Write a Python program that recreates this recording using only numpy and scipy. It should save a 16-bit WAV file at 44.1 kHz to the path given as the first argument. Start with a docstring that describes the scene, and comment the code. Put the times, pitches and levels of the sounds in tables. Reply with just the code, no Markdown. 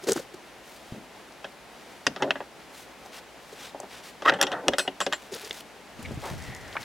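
"""A steel gate hook, worked by hand into the staple on a wooden post, close up and outdoors.
Held, it clacks, grinds and squeals as steel sticks and slips on steel, and the gate knocks under it.
Let go, it is jolted taut and dropped slack by turns, bouncing and ringing until it seats.
A sleeve swishes and fingers bump the microphone over a bed of far leaves and a faint drone.
Gravel snaps underfoot and low gusts of wind roll in as the walker turns away."""
import sys
import numpy as np
from scipy import signal
from scipy.fft import rfft, irfft
from scipy.io import wavfile
from scipy.ndimage import uniform_filter1d

SR = 44100
rng = np.random.default_rng(int(sys.argv[2]) if len(sys.argv) > 2 else 0)


def output_pcm(signal):
    """Save a mono or channel-first signal as 16-bit PCM at the path in sys.argv[1].

    Samples are clipped to [-1, 1] before scaling.
    """
    pcm = np.clip(np.atleast_2d(signal).T, -1, 1) * 32767
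    wavfile.write(sys.argv[1], SR, np.round(pcm).astype(np.int16))


N = 301984
TIME = np.arange(N) / SR
SEATED_S, WALK_S = 5.162, 5.97  # the hook comes to rest; the walker turns away
USUAL_HARD_HZ, FIRM_DB = 4000, -30  # reference points: an ordinary contact, a firm push

# tone of the distant leaves: freq_hz, level_db
LEAVES_EQ = [(20, -43), (45, -8), (85, -12.5), (130, -6), (200, -2), (400, -1.5), (800, -1), (1150, -6.5),
             (2100, -7.5), (3500, -12.5), (6000, -18), (10000, -24), (16000, -31)]
# how alike the leaves sound left and right: freq_hz, correlation
LEAVES_LIKENESS = [(60, 0.46), (130, 0.56), (290, 0.737), (640, 0.904), (1410, 0.863), (3100, 0.782),
                   (6820, 0.66), (15000, 0.69)]
# fingers and cuff on the microphone, and around 5.4 s soft footsteps or gate knocks: middle_s, length_s,
# level_db, pitch_hz
BUMPS = [(0.042, 0.0244, -37.5, 395), (.074, 0.013, -27, 376), (0.083, 0.0101, -26, 433),
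         (0.09, 0.021, -19, 424), (0.108, 0.022, -26, 400), (0.123, 0.019, -21, 432),
         (0.163, 0.012, -26.5, 341), (0.176, 0.026, -31, 295.6), (0.197, .018, -33.5, 462),
         (0.345, 0.0144, -38.5, 370), (3.062, 0.026, -45, 707), (3.532, .019, -42, 460),
         (5.331, 0.0316, -34.5, 389), (5.362, 0.048, -40.5, 460), (5.453, 0.0545, -44.5, 429),
         (5.51, .015, -41, 446.3)]
# tone of the cloth crackle in a bump: freq_hz, level_db
CRACKLE_EQ = [(100, 8), (250, 12), (800, -19.5), (1500, 5.5), (2400, -10), (4000, -0.5), (7000, -1),
              (10000, -9), (16000, -17)]
# sleeve strokes: middle_s, stroke_s, level_db, tilt_db_per_octave, grain_spread_db
SWISHES = [(0.04, 0.07, -52, 2, 3), (0.097, 0.05, -38, 2, 2), (0.165, 0.14, -44.5, 1.6, 2.5),
           (.72, .17, -53.5, 3.8, 2), (.89, .2, -56, 1, 2), (1.889, 0.473, -59, 0.5, 2),
           (2.79, 0.13, -49, 2.5, 2), (3.058, .1, -60.5, 3, 3), (3.161, 0.0818, -44, -.5, 2),
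           (3.502, 0.23, -56, 1.5, 3), (3.635, .14, -43.5, -.7, 2), (3.95, 0.125, -46, -1, 2),
           (4.07, 0.085, -45.5, 1, 2), (5.225, 0.15, -54, 1, 7), (5.352, 0.07, -42, 0.5, 4.5),
           (5.445, 0.15, -44, 0.5, 5), (5.572, 0.098, -45, 1.8, 4), (6.275, 0.15, -45, 1.3, 6),
           (6.44, 0.14, -49, -.5, 5), (6.825, .05, -46, 1.5, 6)]
# tone of the rubbing sleeve: freq_hz, level_db
SLEEVE_EQ = [(150, -10), (500, -2.5), (1500, 4), (3500, 3.5), (6000, -1), (10000, -7.5), (16000, -14)]
# sharp snaps of cloth, twigs and gravel: start_s, level_db, pitch_hz, t60_s
SNAPS = [(.0393, -34, 5000, .012), (0.0894, -21.5, 1700, 0.013), (0.0963, -22, 6160, 0.0108),
         (.162, -25.5, 746, 0.019), (.177, -29, 1400, .02), (0.1195, -12.5, 6000, 0.0098),
         (.1314, -23, 6940, 0.02), (1.3225, -44, 5000, .012), (3.8012, -31, 6620, 0.0155),
         (5.34, -29, 4000, 0.02), (5.348, -35, 10000, .02), (5.417, -39, 11000, .012),
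         (5.447, -33, 5500, .018), (5.478, -41, 8500, .012), (5.495, -37, 6500, .014),
         (5.509, -18, 2900, 0.01), (5.5285, -35, 7000, .012), (5.606, -39, 10500, .012),
         (5.608, -33, 3000, 0.0091), (6.028, -40, 10000, .012), (6.057, -35, 2090, 0.02),
         (6.423, -40, 6000, .02), (6.5488, -31, 6450, 0.0075), (6.727, -35, 3300, .015),
         (6.754, -29, 840, 0.085), (6.767, -20, 1600, 0.03), (6.829, -35, 3300, .02)]
# soft thuds of gate, hand and feet: start_s, relative_db, pitch_hz, t60_s
THUDS = [(0.922, -34, 170, 0.112), (.944, -42.5, 267, 0.39), (2.073, -36.5, 205, 0.3),
         (2.226, -36, 295, 0.34), (4.686, -46, 58, 0.2), (4.686, -30, 290, 0.15), (5.99, -39, 220, .1),
         (6.108, -30, 130, 0.081), (6.173, -29.5, 135, 0.08), (6.311, -27.5, 135, 0.033),
         (6.334, -34, 440, .035)]
# modes of the hook hanging free: pitch_hz, level_db, t60_s
HOOK_MODES = [(1525, -5, .16), (2536, -3, .13), (2900, -4, .1), (4200, -6, .19), (4850, -10, .2),
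              (5605, -10, .2), (6118, -5, .14), (7308, -6, .22), (7960, -5, .16), (8344, -5, .18),
              (9358, -6, .11), (10889, -12, .27), (12210, -13, .12), (14665, -23, .15), (15305, -17, .17)]
# modes of the hook pressed on the staple: pitch_hz, level_db, t60_s
STAPLE_MODES = [(996, 2, 0.007), (1236, -15, 0.12), (1373, -16, 0.173), (1525.6, 0, 0.047),
                (1870, 6, 0.018), (1942, -2, 0.041), (2605, 8, 0.02), (3276, 11, 0.034), (3683, 7, 0.051),
                (5240, 3, 0.022), (5550, 13, 0.0143), (6412, 10.5, 0.013)]
# modes of the wooden gate and post: pitch_hz, level_db, t60_s
TIMBER_MODES = [(127.2, -10, 0.093), (195, -10, 0.2), (279, -1, 0.14), (376, 1, 0.13), (432, 0, 0.12),
                (520, 1, 0.07), (577, 5, 0.09), (640, 2, 0.06), (764, 6, 0.05), (860, 2, 0.05),
                (964, -2, 0.05)]
# broad tone of steel hitting steel: freq_hz, level_db
CLACK_EQ = [(100, -19), (350, -8), (700, 0), (1100, -3.5), (1600, 1), (1950, 2), (2270, -7), (2650, -0.5),
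            (3100, 0), (4200, -8.5), (5600, -7), (8000, -10), (11000, -8.5), (16000, -9.5)]
# the hand pushes the hook against the staple (looseness runs from 0, gripped, to 1, free):
# start_s, level_db, hardness_hz, pinch_hz, favoured_hz, looseness
PUSHES = [(1.444, -28, 4050, 1630, 3000, 0.02), (2.0669, -12, 7000, 1710, 4850, 0.28),
          (2.0700, -15.5, 6500, 2780, 5610, 0.03), (2.1622, -28.5, 4760, 1296, 5600, 0.01),
          (2.2302, -22.5, 4200, 2030, 6100, .1), (2.3068, -11.5, 4000, 2625, 2520, 0.01),
          (2.356, -27, 2600, 1650, 3100, 0.1), (2.404, -25, 1980, 843, 3050, 0.02),
          (3.747, -31, 1223, 804, 2550, 0.4), (3.799, -35, 1200, 820, 2550, .1),
          (3.833, -36, 1300, 850, 2550, .1), (4.2212, -28, 4720, 1180, 7300, 0.05),
          (4.2592, -13.5, 2400, 1070, 3070, 0.3), (4.2836, -17, 3600, 1800, 7300, .1),
          (4.295, -4, 3600, 1500, 5650, .08), (4.3215, -25, 3000, 1900, 6100, .2),
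          (4.3373, -22, 3020, 2920, 3084, 0.52), (4.4134, -10.5, 12000, 1680, 5700, 0.22),
          (4.4268, -13.5, 9800, 3226, 7300, 0.31), (4.4338, -17, 6030, 2050, 5600, 0.05),
          (4.4685, -24.5, 5170, 2800, 5600, 0.38), (4.5175, -22, 4250, 1520, 1530, 0.6),
          (4.5265, -27.5, 4000, 3500, 1530, .3)]
# the swinging gate pulls the hook taut: start_s, level_db, hardness_hz, pinch_hz, knock_db, knock_hz
JOLTS = [(2.2225, -16, 4600, 780, -16.5, 780), (4.6821, -8, 7350, 2800, -14.5, 540),
         (4.7348, -18, 3980, 1900, -21.5, 520), (4.8771, -21, 3900, 2900, -21.5, 700),
         (5.0645, -18, 6100, 1700, -20, 570)]
# the slack hook lands on the staple, each drop followed by a rebound:
# start_s, level_db, hardness_hz, pinch_hz, ring_offset_db, favoured_hz, spread_ratio, looseness
DROPS = [(4.7834, -15.5, 10100, 1398, -11.5, 8250, 0.05, 1),
         (4.7945, -17, 6000, 1450, -12.5, 2536, 0.05, 0.97),
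         (5.004, -19.5, 7610, 1706, -14, 7960, 0.05, 0.95),
         (5.0125, -19, 4500, 1100, -13, 7308, 0.04, 0.88), (5.1253, -20, 6000, 1150, -16, 12210, 0.1, 0.8),
         (5.1325, -19.5, 4000, 1900, -17, 7308, 0.04, 0.8)]
# the hook drags on the staple until it gives: peak_s, build_s, release_s, rasp_db, groan_db, groan_hz
DRAGS = [(2.224, 0.028, 0.03, -35, -29, 780), (2.242, .01, .035, -42, -26, 600),
         (2.276, 0.008, 0.045, -43, -30, 380), (4.292, 0.0446, 0.016, -23.5, -30, 640),
         (4.32, .015, 0.055, -31, -26.5, 540), (4.42, 0.033, 0.035, -26.5, -25, 585),
         (4.475, 0.015, 0.051, -36.5, -35, 620), (4.535, 0.029, .08, -32.5, -33, 770),
         (4.645, 0.028, 0.025, -44, -34.5, 430), (4.679, .02, 0.002, -40, -28, 420),
         (4.733, 0.01396, 0.0026, -35, -34, 520), (4.853, 0.00457, 0.018, -45, -41, 500),
         (5.126, 0.0089, 0.0035, -33, -42, 600)]
# path of the squeak just before the hook gives: time_s, slip_rate_hz, level_db
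SQUEAK_CURVE = [(4.249, 650, -50), (4.253, 630, -25), (4.268, 650, -28), (4.279, 635, -21.5),
                (4.286, 622, -15), (4.295, 622, -20), (4.304, 665.3, -26), (4.309, 650, -39)]
# overtones of the squeak: harmonic_number, level_db
SQUEAK_PARTIALS = [(1, -19), (2, -1), (3, 0.5), (4, -20), (5, -11.5), (6, -14), (7, -22.5), (8, -19),
                   (9, -29), (10, -30), (12, -24)]
# path of the squeal under the hardest push: time_s, pitch_hz, level_db
SQUEAL_CURVE = [(4.25, 1040, -36), (4.26, 1080, -18.5), (4.269, 1140, -31), (4.278, 1280, -23),
                (4.294, 1410, -19), (4.308, 1400, -34)]
# gusts on the microphone: peak_s, relative_db, fall_db_per_s
GUSTS = [(6.09, -34, 124.5), (6.33, -37, 31.5)]
# tone of the wind rumble: freq_hz, level_db
WIND_EQ = [(15, -16.5), (40, -13), (90, -1), (160, -8.5), (300, -17), (600, -39), (2000, -73.5)]
# a shoe scuffs the path: middle_s, length_s, level_db, pitch_hz, width_hz
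SCUFFS = [(6.058, .03, -39, 2170, 250), (6.249, 0.053, -35.5, 568, 520), (6.28, 0.12, -38.5, 730, 900),
          (6.536, 0.41, -48, 1930, 257), (6.751, 0.288, -48, 1840, 600)]
# stereo balance of the microphone: freq_hz, left_minus_right_db
BALANCE = [(60, 2), (110, 1), (200, 1.0), (380, 1), (700, 1), (1290, 0), (2380, 1), (4400, 2.0), (8120, 2),
           (15000, 0)]


def amp(db):
    """Decibels to gain."""
    return 10 ** (np.asarray(db) / 20)


def unit_rms(x):
    """Scales to an rms of one."""
    return x / np.sqrt(np.mean(x ** 2) + 1e-20)


def curve_at(points, hz):
    """Reads a table on a log-frequency axis."""
    freq, value = np.transpose(points)
    return np.interp(np.log(hz + 1), np.log(freq + 1), value)


def add(mix, s, sound):
    """Mixes a sound in, starting at s seconds."""
    part = mix[max(round(s * SR), 0):][:len(sound)]
    part += sound[:len(part)]


def colour(x, eq, tilt_db=0):
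    """Applies an EQ curve and a tilt per octave, at unit level."""
    hz = np.fft.rfftfreq(len(x), 1 / SR)
    gain = amp(curve_at(eq, hz) + tilt_db * np.log2(hz / 1000 + .5))
    return unit_rms(irfft(rfft(x) * gain, len(x)))


def band(hz, width_hz, size=16384):
    """Noise in one resonance, at unit level."""
    freq = np.fft.rfftfreq(size, 1 / SR) + 1
    off_centre = (freq * freq - hz * hz) / (freq * width_hz)
    return unit_rms(irfft(rfft(rng.standard_normal(size)) / (1 + off_centre ** 2) ** 0.75, size))


def wobble(size, smooth):
    """Random modulation at unit level, smoothed over a number of samples."""
    return unit_rms(uniform_filter1d(rng.standard_normal(size), size=smooth))


def grains(spread_db, size=16384):
    """Noise made of tiny snaps of very uneven size."""
    return rng.standard_normal(size) * amp(spread_db * np.minimum(rng.exponential(1, size), 5))


def soften(x, hz, order=3):
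    """Low-pass: a softer contact lasts longer and excites less treble."""
    return signal.sosfilt(signal.butter(order, min(hz, .4 * SR), fs=SR, output="sos"), x)


def low_cut(x, hz=130):
    """High-pass: thin, narrow things radiate little bass."""
    return signal.sosfilt(signal.butter(3, hz, "high", fs=SR, output="sos"), x)


def shaped(x, envelope):
    """Lays an envelope on a signal and gives it that envelope's energy."""
    y = x * envelope
    return y * np.sqrt(np.sum(envelope ** 2) / (np.sum(y ** 2) + 1e-20))


def burst(x, t60, rise_s=0.00017):
    """A fast attack and an exponential decay."""
    t = TIME[:len(x)]
    return shaped(x, amp(-60 * t / t60) * (1 - np.exp(-t / rise_s)))


def swell(x, length_s):
    """One smooth rise and fall."""
    return shaped(x, np.sin(np.pi * np.minimum(TIME[:len(x)] / length_s, 1)))


def ring(modes, vary_db, detune, size=16384):
    """Decaying modes, starting at unit level; each contact weights and tunes them a little differently."""
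    hz, db, t60 = np.transpose(modes)[:, :, None]
    luck, shift, polarity = rng.standard_normal((3, len(modes), 1))
    gain, t = amp(db + vary_db * luck), TIME[:size]
    tones = np.sign(polarity) * np.sin(2 * np.pi * hz * (1 + detune * shift) * t)
    return (gain * amp(-60 * t / t60) * tones).sum(0) / np.sqrt(np.sum(gain ** 2) / 2)


def favour(modes, centre_hz, lift_db, spread):
    """The point of contact brings out the modes around one pitch."""
    return [(hz, db + lift_db * np.exp(-(np.log(hz / centre_hz) / spread) ** 2), t60)
            for hz, db, t60 in modes]


def woods(hush_db=-48, walk_lift_db=3, turn_s=0.039, whine_hz=11176, whine_db=-76.5):
    """A bed of far leaves that lifts as the walker turns, with a thin, faint whine on top."""
    likeness = curve_at(LEAVES_LIKENESS, np.fft.rfftfreq(N, 1 / SR))
    left, other = rfft(rng.standard_normal((2, N)))
    right = likeness * left + np.sqrt(1 - likeness ** 2) * other
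    hush = np.array([colour(irfft(side, N), LEAVES_EQ) for side in (left, right)])
    turned = np.clip((TIME - WALK_S) / turn_s + .5, 0, 1)
    level = amp(hush_db + walk_lift_db * turned + .4 * wobble(N, 3000))
    return hush * level + amp(whine_db) * band(whine_hz, width_hz=130, size=N)


def drone(hz=59.2, db=-70.5):
    """A faint, steady low tone under the leaves."""
    return np.sqrt(2) * amp(db) * np.sin(2 * np.pi * hz * TIME)


def sleeve(crease_db=1.6, overhang=1.25, size=32768):
    """Rubbing cloth swishes in fine grains, its folds catching in clumps."""
    out = np.zeros(N)
    for s, stroke_s, db, tilt_db, grain_db in SWISHES:
        creases = amp(crease_db * wobble(size, 260))
        rub = colour(grains(grain_db, size), SLEEVE_EQ, tilt_db)
        length = overhang * stroke_s  # the cloth moves before the stroke and settles after it
        add(out, s - length / 2, amp(db) * swell(creases * rub, length))
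    return out


def hollow_bumps(firm_crackle_db=-38, crackle_growth=0.93):
    """A soft push rocks one hollow resonance for a few cycles; cloth crackles with the force."""
    out = np.zeros(N)
    for s, length, db, hz in BUMPS:
        rock = np.sqrt(2) * np.sin(2 * np.pi * (hz * TIME[:16384] + rng.random()))
        knock = swell(unit_rms(rock + band(hz, width_hz=138.3)), length)
        crackle = swell(colour(grains(spread_db=6), CRACKLE_EQ), length)
        crackle_db = firm_crackle_db + crackle_growth * (db - FIRM_DB)
        add(out, s - length / 2, amp(db) * knock + amp(crackle_db) * crackle)
    return out


def snaps():
    """Cloth, twigs and gravel snap: each one broad resonance, sharply struck."""
    out = np.zeros(N)
    for s, db, hz, t60 in SNAPS:
        snap = burst(band(hz, 0.55 * hz), t60)
        add(out, s, amp(db) * soften(snap, 1.9 * hz, order=5))
    return out


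def thuds(lift_db=2.5):
    """Gate, hand and feet thud: each one low resonance with a blunt attack."""
    out = np.zeros(N)
    for s, db, hz, t60 in THUDS:
        add(out, s, amp(db + lift_db) * burst(band(hz, 0.63 * hz), t60, rise_s=0.00077))
    return out


def hook_ring(favoured_hz, loose, spread=0.066, muffle_db_per_octave=12):
    """Gripping fingers shorten the partials, muffle the highest most and leave mainly the favoured one."""
    grip = max(1 - loose, 0)
    held = []
    for hz, db, t60 in favour(HOOK_MODES, favoured_hz, lift_db=10 + 20 * grip, spread=spread):
        muffle_db = muffle_db_per_octave * grip * max(np.log2(hz / 4000), 0)
        held.append((hz, db - muffle_db, t60 * loose * min(4000 / hz, 1) ** grip))
    return ring(held, vary_db=2.5, detune=0.000375)


def timber(knock_hz):
    """The gate's modes, weighted by where the force meets the wood."""
    return ring(favour(TIMBER_MODES, knock_hz, lift_db=8, spread=0.16), vary_db=2.5, detune=0.014)


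def clack_t60(db, hard_hz, usual_t60=0.054, usual_db=-19, halving_db=15.5, halving_octaves=3.7):
    """The harder the steel is pressed and struck, the sooner its clack dies."""
    halvings = (db - usual_db) / halving_db + np.log2(hard_hz / USUAL_HARD_HZ) / halving_octaves
    return usual_t60 * 2 ** -halvings


def choke(s, fall_db_per_s=900, grace_s=.04, size=16384):
    """An envelope that cuts the ring when the hook next lands, or seats for good."""
    landings = [row[0] for row in PUSHES + JOLTS + DROPS if row[0] > s + grace_s]
    landing_s = min(landings + [SEATED_S])
    return amp(-fall_db_per_s * np.maximum(s + TIME[:size] - landing_s, 0))


def hit(s, db, hard_hz, pinch_hz, t60, knock_db, knock_hz, chime, size=16384):
    """One hit in three layers: a clack pitched by where the steel is pinched, a wood knock, the chime."""
    crack = burst(colour(rng.standard_normal(size), CLACK_EQ), t60=0.0099, rise_s=.0001)
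    body = burst(colour(rng.standard_normal(size), CLACK_EQ), t60)
    # a firm contact damps the staple's modes
    damped = [(hz, mode_db, min(life, 0.75 * t60)) for hz, mode_db, life in STAPLE_MODES]
    steel = ring(damped, vary_db=4.5, detune=0.018)
    pinch = burst(band(pinch_hz, 0.1 * pinch_hz), 0.6 * t60)
    clack = soften(amp(1.3) * crack + amp(-4.5) * body + amp(-6) * steel + amp(-5) * pinch, hard_hz)
    knock = timber(knock_hz) * (1 - np.exp(-TIME[:size] / 0.0016))
    return amp(db) * clack + amp(knock_db) * knock + chime * choke(s)


def hook_pushes(post_hz=680, ring_offset_db=-8.5, ring_db_per_octave=7.5):
    """The held hook clacks on the staple; a harder contact or a looser grip lets it ring more."""
    out = np.zeros(N)
    for s, db, hard_hz, pinch_hz, favoured_hz, loose in PUSHES:
        knock_db = -29 + 0.4 * (db + 25.5)  # the post follows the force only in part
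        ring_db = db + ring_offset_db + ring_db_per_octave * np.log2(hard_hz / USUAL_HARD_HZ)
        chime = loose * amp(ring_db) * hook_ring(favoured_hz, loose)
        add(out, s, hit(s, db, hard_hz, pinch_hz, clack_t60(db, hard_hz), knock_db, post_hz, chime))
    return out


def hook_drags(span_db=12, firm_slips_per_s=300, firm_rasp_hz=1494, size=16384):
    """Steel sticks and slips: uneven pulses drive staple and gate, faster and brighter under pressure."""
    out, t = np.zeros(N), TIME[:size]
    for s, build, release, db, groan_db, groan_hz in DRAGS:
        pressure_db = db - FIRM_DB
        # beyond a firm push, the modes near the squeal stand out
        modes = favour(STAPLE_MODES, 1320, lift_db=0.57 * max(pressure_db, 0), spread=0.21)
        damped = [(hz, mode_db, 0.74 * t60) for hz, mode_db, t60 in modes]
        slack = np.maximum(1 - t / build, (t - build) / release)  # 0 at the peak, 1 at both ends
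        force = amp(-span_db * slack) * (slack <= 1)
        rate = firm_slips_per_s * 2 ** ((pressure_db - span_db * slack) / 45.5)
        rate *= np.exp(.12 * wobble(size, 120))
        slips = np.diff(np.floor(np.cumsum(rate) / SR), prepend=0)
        drive = force * (slips * rng.uniform(0.1, 1.02, size) + 0.12 * rng.standard_normal(size))
        steel = unit_rms(signal.fftconvolve(drive, ring(damped, vary_db=6, detune=0.0034))[:size])
        groan = unit_rms(signal.fftconvolve(drive, timber(groan_hz))[:size])
        cutoff_hz = firm_rasp_hz * 2 ** (pressure_db / 20)
        rasp = unit_rms(soften(steel + amp(-7) * colour(drive, CLACK_EQ), cutoff_hz))
        add(out, s - build, np.sqrt(np.mean(force ** 2)) * (amp(db) * rasp + amp(groan_db) * groan))
    return out


def gate_jolts(ring_offset_db=-12):
    """The swinging gate snaps the hook taut: a heavy wood knock with a half-damped ring."""
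    out = np.zeros(N)
    for s, db, hard_hz, pinch_hz, knock_db, knock_hz in JOLTS:
        chime = amp(knock_db + ring_offset_db) * hook_ring(favoured_hz=2900, loose=0.5)
        add(out, s, hit(s, db, hard_hz, pinch_hz, clack_t60(db, hard_hz), knock_db, knock_hz, chime))
    return out


def squeak(jitter=.025, flutter_db=5.0, size=4096):
    """Under the hardest push the slips lock into a short, rough, pitched squeak."""
    s, hz, db = np.transpose(SQUEAK_CURVE)
    t = s[0] + TIME[:size]
    cycles = np.cumsum(np.interp(t, s, hz) * (1 + jitter * wobble(size, 50))) / SR
    tone, out = np.zeros(size), np.zeros(N)
    for harmonic, partial_db in SQUEAK_PARTIALS:
        gain = amp(partial_db + flutter_db * wobble(size, 90))
        tone += gain * np.sin(2 * np.pi * (harmonic * cycles + rng.random()))
    add(out, s[0], shaped(unit_rms(tone), amp(np.interp(t, s, db)) * (t < s[-1])))
    return low_cut(soften(out, hz=7000), hz=450)


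def squeal(jitter=.04, flutter_db=3.0, size=4096):
    """The pinched steel sings on one unsteady note that climbs as the pressure builds."""
    s, hz, db = np.transpose(SQUEAL_CURVE)
    t = s[0] + TIME[:size]
    cycles = np.cumsum(np.interp(t, s, hz) * (1 + jitter * wobble(size, 70))) / SR
    tone = amp(flutter_db * wobble(size, 70)) * np.sin(2 * np.pi * cycles)
    out = np.zeros(N)
    add(out, s[0], shaped(tone, amp(np.interp(t, s, db)) * (t < s[-1])))
    return out


def hook_drops(t60=0.075, knock_offset_db=-11, knock_hz=600):
    """The slack hook falls on the staple and rebounds, clinking brightly over a light knock."""
    out = np.zeros(N)
    for s, db, hard_hz, pinch_hz, ring_offset_db, favoured_hz, spread, loose in DROPS:
        chime = amp(db + ring_offset_db) * hook_ring(favoured_hz, loose, spread)
        add(out, s, hit(s, db, hard_hz, pinch_hz, t60, db + knock_offset_db, knock_hz, chime))
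    return out


def wind(rise_db_per_s=181, separation=2.4, lumps_db=2.0):
    """Lumpy low gusts rise fast and die away, largely separate at each microphone port."""
    shared, left, right = (colour(rng.standard_normal(N), WIND_EQ) for _ in range(3))
    rumble = unit_rms(shared + separation * np.array([left, right]))
    lumps = amp(lumps_db * wobble(N, 1200))
    gusts = sum(amp(db - np.maximum(rise_db_per_s * (s - TIME), fall * (TIME - s)))
                for s, db, fall in GUSTS)
    return rumble * gusts * lumps * amp([[-1.5], [-3.5]])  # left and right trims


def gravel(snaps_per_s=17, db=-53, spread_db=4.5, centre_hz=5200):
    """Bits of grit snap at random under the walker's shoes."""
    out = np.zeros(N)
    for s in np.arange(WALK_S, N / SR, 1 / snaps_per_s):
        late, strength, pitch = rng.uniform(-0.36, 1, 3)
        grit = burst(band(centre_hz * 2 ** (.5 * pitch), width_hz=3500), t60=0.081)
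        add(out, s + .5 * late / snaps_per_s, amp(db + spread_db * strength) * grit)
    return out


def shoe_scuffs():
    """A sole rubs the path: one band of noise swells and fades."""
    out = np.zeros(N)
    for s, length, db, hz, width_hz in SCUFFS:
        add(out, s - length / 2, amp(db) * swell(band(hz, width_hz), length))
    return out


def echoes(x, t60, predelay_s=.004, size=32768):
    """Scattered reflections, different on each side."""
    decay = amp(-60 * TIME[:size] / t60) * (TIME[:size] > predelay_s)
    tails = [soften(rng.standard_normal(size), hz=12200) * decay for _ in range(2)]
    return np.array([signal.fftconvolve(x, tail / np.linalg.norm(tail))[:N] for tail in tails])


def scene(rails_db=-26.0, trees_db=-27, gap_hz=2270):
    """Gate and hand sit up front and centre; rails and trees echo faintly in a quiet wood."""
    latch = low_cut(hook_pushes() + gate_jolts() + hook_drops() + hook_drags()) + squeak()
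    # hook and staple leave a narrow gap between their low and high modes
    latch = signal.lfilter(*signal.iirnotch(gap_hz, Q=9, fs=SR), latch) + squeal()
    handling = low_cut(hollow_bumps() + sleeve(), hz=101.5)
    near = latch + handling + snaps() + thuds() + shoe_scuffs() + gravel()
    space = amp(rails_db) * echoes(near, t60=0.094) + amp(trees_db) * echoes(near, t60=0.31)
    return near + space + woods() + drone() + wind()


def record(dry, skew_s=.000004, ceiling=.9, top_hz=16150):
    """The left side is a touch louder and a hair late; tall peaks round off and the very top is cut."""
    hz, side = np.fft.rfftfreq(N, 1 / SR), np.array([[1], [-1]])
    balance = amp(side * curve_at(BALANCE, hz) / 2)
    delay = np.exp(-1j * np.pi * hz * skew_s * side)
    ports = irfft(rfft(dry) * balance * delay, N)
    rounded = ports / (1 + (ports / ceiling) ** 4) ** .25
    high_cut = signal.firwin(511, top_hz, window=("kaiser", 9), fs=SR)
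    return signal.oaconvolve(rounded, high_cut[None], "same")


dry = scene()
out = record(dry)
output_pcm(out)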